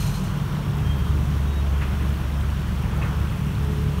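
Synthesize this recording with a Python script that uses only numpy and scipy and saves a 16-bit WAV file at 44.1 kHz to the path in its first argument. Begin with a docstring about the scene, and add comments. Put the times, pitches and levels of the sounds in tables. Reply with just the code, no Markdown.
"""One microphone by a shallow river, beside a bridge building site. From the start, water rushes
over a low step in foam, spray and bubbles; diesel engines drone and tyres hum in the distance.
Steel bars clink and ring out at once. Around 1 s metal rubs in three faint squeaks as the main
diesel swells. Near 2 s three far knocks on timber echo under the girders, and two more near 3 s."""
import sys
import numpy as np
from scipy import signal
from scipy.fft import rfft, irfft, next_fast_len
from scipy.io import wavfile
from scipy.ndimage import uniform_filter1d, map_coordinates

SR = 44100
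rng = np.random.default_rng(int(sys.argv[2]) if len(sys.argv) > 2 else 0)


def transcribe(u):
    """Save the signal u as a 16-bit wav file named by the first command-line argument.

    u: samples, shape (n,) or (channels, n), limited to [-1, 1]; the rate is SR.
    q: integer samples, one column per channel.
    """
    v = np.clip(np.atleast_2d(u).T, -1, 1)
    q = np.round(v * 32767).astype(np.int16)
    wavfile.write(sys.argv[1], SR, q)


N = 176400
TOP_HZ = 15720

# tyres on the distant road: frequency_hz, relative_db
TYRE_SPECTRUM = [(100, -29), (300, 2), (500, -1), (760, -3.5), (1020, 0.5), (1450, -3), (1950, -11.5),
                 (3000, -19.5), (5000, -35.5)]
# their loudness: time_s, level_db
TYRE_LEVEL = [(0, -40), (1, -39), (1.7, -40.5), (2.1, -40), (2.5, -41), (3.1, -37.5), (3.5, -41),
              (4, -41.5)]
# other machines on the site: pitch_hz, level_db, drift_share, swing_db
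MACHINE_DRONES = [(45.7, -35, 0.011, 1.8), (103.3, -42.5, 0.011, 0), (109.9, -41.5, 0.0096, 2.5),
                  (183.9, -40, 0.00593, 3), (207.1, -44.5, 0.0099, 2.5), (292.2, -54.5, 0.0081, 3),
                  (346.2, -54.5, 0.009, 3)]
# whining gears: time_s, pitch_hz, level_db
GEAR_WHINE = [(0, 422, -53), (.55, 420, -52), (.8, 418, -45.5), (1.15, 418, -49), (1.8, 418.5, -51),
              (2.4, 418, -60), (3.1, 427, -49.5), (3.45, 424, -50), (3.75, 424, -40.5), (4, 420.2, -45)]
# main diesel's firing rate: time_s, rate_hz
FIRING_RATE = [(0, 72.3), (.9, 72.27), (1.2, 71.6), (1.45, 70.5), (2.3, 70.75), (3.0, 71.0), (3.5, 71.5),
               (4, 72.16)]
# its firing tone: time_s, level_db
FIRING_LEVEL = [(0, -42), (.6, -37), (.75, -32), (.86, -26), (1.35, -23), (1.78, -21.5), (1.86, -29.5),
                (1.96, -23.5), (2.15, -25), (2.45, -24.5), (2.65, -28), (3.3, -28), (4, -27.5)]
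# the octave above: time_s, level_db
OCTAVE_LEVEL = [(0, -30.5), (.65, -28.5), (1.3, -31.5), (2.1, -34.5), (2.6, -33.5), (3.4, -28), (4, -28.5)]
# exhaust rumble: frequency_hz, relative_db
RUMBLE_SPECTRUM = [(12, -40), (30, -18), (42, -13), (60, -2.5), (85, -4.5), (108, 1.5), (128, -4),
                   (155, -3), (185, -7), (235, -15.5), (300, -26), (450, -37), (800, -58.5)]
# its loudness: time_s, level_db
RUMBLE_SWELL = [(0, -27), (.6, -28), (1.2, -25), (1.6, -31), (2.05, -28), (2.6, -29.5), (3.3, -25.5),
                (4, -28)]
# growl, the upper engine noise: frequency_hz, relative_db
GROWL_SPECTRUM = [(150, -22), (250, -0.5), (300, 1), (370, -2.5), (480, -11), (800, -33.5)]
# its loudness: time_s, level_db
GROWL_SWELL = [(0, -50), (.7, -47.5), (1.22, -42), (1.6, -49), (2.05, -41), (2.4, -51.5), (3.2, -46),
               (4, -43.5)]
# far blows on timber: start_s, gain_db, t60_s
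TIMBER_BLOWS = [(1.810, -32, 0.21), (1.905, -42, 0.23), (1.997, -42, 0.25), (2.826, -37.5, 0.16),
                (3.013, -33, 0.27)]
# clack of a blow: frequency_hz, relative_db
CLACK_SPECTRUM = [(300, -22), (700, -14), (950, -3), (1500, 0), (2100, -2.5), (2650, -2.5), (3100, -11),
                  (4200, -16), (8000, -44)]
# resonances of the timber: centre_hz, width_hz, relative_db
TIMBER_MODES = [(940, 110, 3), (1320, 101, -1.5), (1510, 120, -2), (1790, 130, -2), (2030, 150, -1.5),
                (2500, 130, -1), (2700, 130, -2)]
# a blow's echo under the girders: frequency_hz, relative_db
ECHO_SPECTRUM = [(200, 0), (600, 3), (1100, 2), (1700, -8), (4000, -38)]
# rubbing metal: start_s, length_s, pitch_hz, level_db
METAL_SQUEAKS = [(.83, .115, 3203, -46.5), (.975, .135, 3197, -51.5), (1.455, .165, 3785, -52.5)]
# contacts between the steel bars: start_s, gain_db
BAR_CONTACTS = [(0.0, -49.5), (.022, -53.5), (.06, -53), (0.139, -54), (.235, -58)]
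# partials of a bar: pitch_hz, relative_db, t60_s
BAR_MODES = [(2620, -4, .7), (3840, 0, .45), (4140, 5, 0.66), (4230, 3, .5), (4420, -4, 1), (4760, -7, .8),
             (5235, -4, 1), (5590, -7, 1), (6010, 1, 0.8), (6390, 1.5, 0.73), (6840, 0, .5), (7260, -1, .5),
             (8150, 1, .55), (8576, -2, .5), (9000, 0, .55), (9650, -4, .55), (11520, -3, .5),
             (12020, -4, 0.58), (12630, -6, .5), (13620, -8, .45)]
# jangle of a contact: frequency_hz, relative_db
JANGLE_SPECTRUM = [(1200, -25), (2400, 4), (3800, 0), (6500, -1), (9500, -2), (15000, -8)]
# rushing foam: frequency_hz, relative_db
FOAM_SPECTRUM = [(150, -38), (600, 2), (1500, 1.5), (2100, -1.5), (2600, 0.5), (3300, 0.5), (3900, -6.5),
                 (4500, -7.5), (4950, -12), (5500, -6.5), (6200, -9.5), (7400, -14.5), (9700, -12.5),
                 (10400, -20), (11200, -14.5), (15700, -16)]
# tone colour of the spray: frequency_hz, relative_db
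SPRAY_COLOUR = [(1000, -2.5), (3200, -1), (5000, -3.5), (10400, -1.5), (15000, 2.5)]


def amp(db):
    """Decibels to gain."""
    return 10 ** (np.asarray(db) / 20)


def unit(x):
    """Scale to rms 1."""
    return x / np.sqrt(np.mean(x ** 2) + 1e-20)


def since(start_s):
    """Seconds since a moment, zero before it."""
    return np.maximum(np.arange(N) / SR - start_s, 0)


def curves(rows):
    """One value per sample for each column after the time."""
    times, *columns = np.transpose(rows)
    return [np.interp(since(0), times, column) for column in columns]


def wobble(knots_per_s):
    """A smooth random curve, roughly of rms 1."""
    return map_coordinates(rng.standard_normal(4096), [since(0) * knots_per_s + 2], mode="wrap")


def filtered(x, response):
    """x through a frequency response."""
    size = next_fast_len(N + SR // 2)
    return irfft(rfft(x, size) * response(np.fft.rfftfreq(size, 1 / SR)), size)[:N]


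def coloured(x, spectrum):
    """x shaped by (frequency_hz, relative_db) points, at rms 1."""
    points_hz, db = np.transpose(spectrum)
    return unit(filtered(x, lambda hz: amp(np.interp(np.log(hz + 1), np.log(points_hz + 1), db))))


def noise(spectrum):
    """Coloured noise of rms 1."""
    return coloured(rng.standard_normal(N), spectrum)


def rush(spectrum, patchy_db):
    """Coloured noise whose gain varies in random patches of frequency and time."""
    bins = signal.stft(rng.standard_normal(N), nperseg=512)[2]
    patches = uniform_filter1d(rng.standard_normal(bins.shape), size=6, axis=0)
    patches = uniform_filter1d(patches, size=14, axis=1)
    patchy = signal.istft(bins * amp(patchy_db * unit(patches)), nperseg=512)[1][:N]
    return coloured(patchy, spectrum)


def tone(hz):
    """A sine of rms 1 that follows a pitch curve."""
    return np.sqrt(2) * np.sin(2 * np.pi * (np.cumsum(hz) / SR + rng.random()))


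def traffic():
    """Tyres roar on a road far from the microphone."""
    return amp(curves(TYRE_LEVEL)[0] + 0.32 * wobble(7.8)) * rush(TYRE_SPECTRUM, patchy_db=1.0)


def machines():
    """Distant machines each drone on one wavering tone."""
    return sum(amp(db + swing_db * wobble(2.96)) * tone(hz * (1 + drift * wobble(5)))
               for hz, db, drift, swing_db in MACHINE_DRONES)


def gears():
    """Distant gears whine with a jittering pitch."""
    hz, db = curves(GEAR_WHINE)
    return amp(db + 1.6 * wobble(12)) * tone(hz * (1 + 0.00847 * wobble(40)))


def diesel():
    """The main diesel booms at its firing rate and the octave above."""
    firing_hz = curves(FIRING_RATE)[0] * (1 + 0.0031 * wobble(12))
    boom = amp(curves(FIRING_LEVEL)[0] + 1.14 * wobble(14.25)) * tone(firing_hz)
    octave = amp(curves(OCTAVE_LEVEL)[0] + 2.1 * wobble(14)) * tone(2 * firing_hz)
    return boom + octave


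def engine_noise():
    """The exhaust rumbles under a higher growl, each swelling and easing."""
    rumble = amp(curves(RUMBLE_SWELL)[0]) * noise(RUMBLE_SPECTRUM)
    growl = amp(curves(GROWL_SWELL)[0]) * noise(GROWL_SPECTRUM)
    return rumble + growl


def timber_ring(x):
    """x through the timber's resonances, alternating in sign, at rms 1."""
    def response(hz):
        return sum((-1) ** k * amp(db) * 1j * hz * width / (centre ** 2 - hz ** 2 + 1j * hz * width)
                   for k, (centre, width, db) in enumerate(TIMBER_MODES))
    return unit(filtered(x, response))


def knocks(rise_s=0.0078, ring_db=1, echo_db=-6, echo_t60_s=0.86):
    """Far blows on timber: a resonant clack, outlasted by a duller echo."""
    out = np.zeros(N)
    for start_s, db, t60_s in TIMBER_BLOWS:
        t = since(start_s)
        impact = noise(CLACK_SPECTRUM)
        ring = amp(ring_db) * timber_ring(noise(CLACK_SPECTRUM))
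        clack = amp(-60 * t / t60_s) * (impact + ring)
        echo = amp(echo_db - 60 * t / echo_t60_s) * noise(ECHO_SPECTRUM)
        out += amp(db) * (1 - np.exp(-t / rise_s)) * (clack + echo)
    return out


def under_girders(x, wet_db, t60_s):
    """x with a diffuse tail of reflections from the girders."""
    tail = rng.standard_normal(SR) * amp(-60 * np.arange(SR) / SR / t60_s)
    return x + amp(wet_db) * signal.fftconvolve(x, tail / np.linalg.norm(tail))[:N]


def squeaks(edge_s=0.024, octave_db=-22):
    """Rubbing metal gives thin, unsteady squeals, faint at the microphone."""
    out = np.zeros(N)
    for start_s, length_s, hz, db in METAL_SQUEAKS:
        t = since(start_s)
        gate = np.clip(np.minimum(t, length_s - t) / edge_s, 0, 1)
        pitch = hz * (1 + .003 * wobble(120))
        out += gate * amp(db + 2.4 * wobble(60)) * (tone(pitch) + amp(octave_db) * tone(2 * pitch))
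    return under_girders(out, wet_db=-9, t60_s=.6)


def bar_ring(bars=4, detune_share=0.00412):
    """One second of ringing from nearly alike bars, whose partials beat."""
    t = np.arange(SR) / SR
    out = np.zeros(SR)
    for hz, db, t60_s in BAR_MODES:
        pitches = hz * (1 + detune_share * rng.standard_normal((bars, 1)))
        partials = np.sin(2 * np.pi * (pitches * t + rng.random((bars, 1))))
        out += amp(db - 60 * t / t60_s) * partials.sum(0) / np.sqrt(bars)
    return out


def steel_bars(rise_s=0.0011, jangle_db=9.5, jangle_t60_s=0.51):
    """Each contact rings the bars anew, over a short bright jangle."""
    out = np.zeros(N)
    for start_s, db in BAR_CONTACTS:
        t = since(start_s)
        ring = np.interp(t, np.arange(SR) / SR, bar_ring(), right=0)
        jangle = amp(jangle_db - 60 * t / jangle_t60_s) * noise(JANGLE_SPECTRUM)
        out += amp(db) * (1 - np.exp(-t / rise_s)) * (ring + jangle)
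    return out


def water_pings(per_s, centre_hz, log_spread, cycles, scatter_db, glide, samples):
    """Drops or bubbles as a random shower of damped sines, at rms 1; glide lifts each pitch."""
    when, pitch_draw, level_draw = np.hsplit(rng.random((int(per_s * N / SR), 3)), 3)
    hz = np.clip(centre_hz * np.exp(log_spread * (2 * pitch_draw - 1)), 200, TOP_HZ)
    k = np.arange(samples)
    age = hz * k / SR / cycles  # 1 when a ping has fallen by 27 dB
    strength = amp(scatter_db * np.minimum(-np.log(1 - level_draw), 5))
    pings = strength * np.exp(-np.pi * age) * np.sin(2 * np.pi * cycles * age * (1 + glide * age / 2))
    positions = (when * N).astype(int) + k
    return unit(np.bincount(positions.ravel(), pings.ravel(), N)[:N])


def river(foam_db=-44, spray_db=-53, bubble_db=-50):
    """Water spills over the step: foam hisses, spray bursts and small bubbles ring."""
    foam = amp(foam_db + 0.37 * wobble(8.35)) * rush(FOAM_SPECTRUM, patchy_db=1.0)
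    spray = water_pings(per_s=800, centre_hz=6300, log_spread=1.0, cycles=1.5,
                        scatter_db=2, glide=0, samples=96)
    bubbles = water_pings(per_s=300, centre_hz=1801, log_spread=0.752, cycles=11.8,
                          scatter_db=2.5, glide=.12, samples=1400)
    return foam + amp(spray_db) * coloured(spray, SPRAY_COLOUR) + amp(bubble_db) * bubbles


def scene():
    """River, distant drone and site work meet at one microphone."""
    water = river()
    distance = diesel() + machines() + gears() + engine_noise() + traffic()
    site_work = steel_bars() + knocks() + squeaks()
    return (water + distance + site_work)[None]


def record(dry):
    """The microphone's channel passes nothing above TOP_HZ."""
    return filtered(dry[0], lambda hz: hz < TOP_HZ)[None]


dry = scene()
out = record(dry)
transcribe(out)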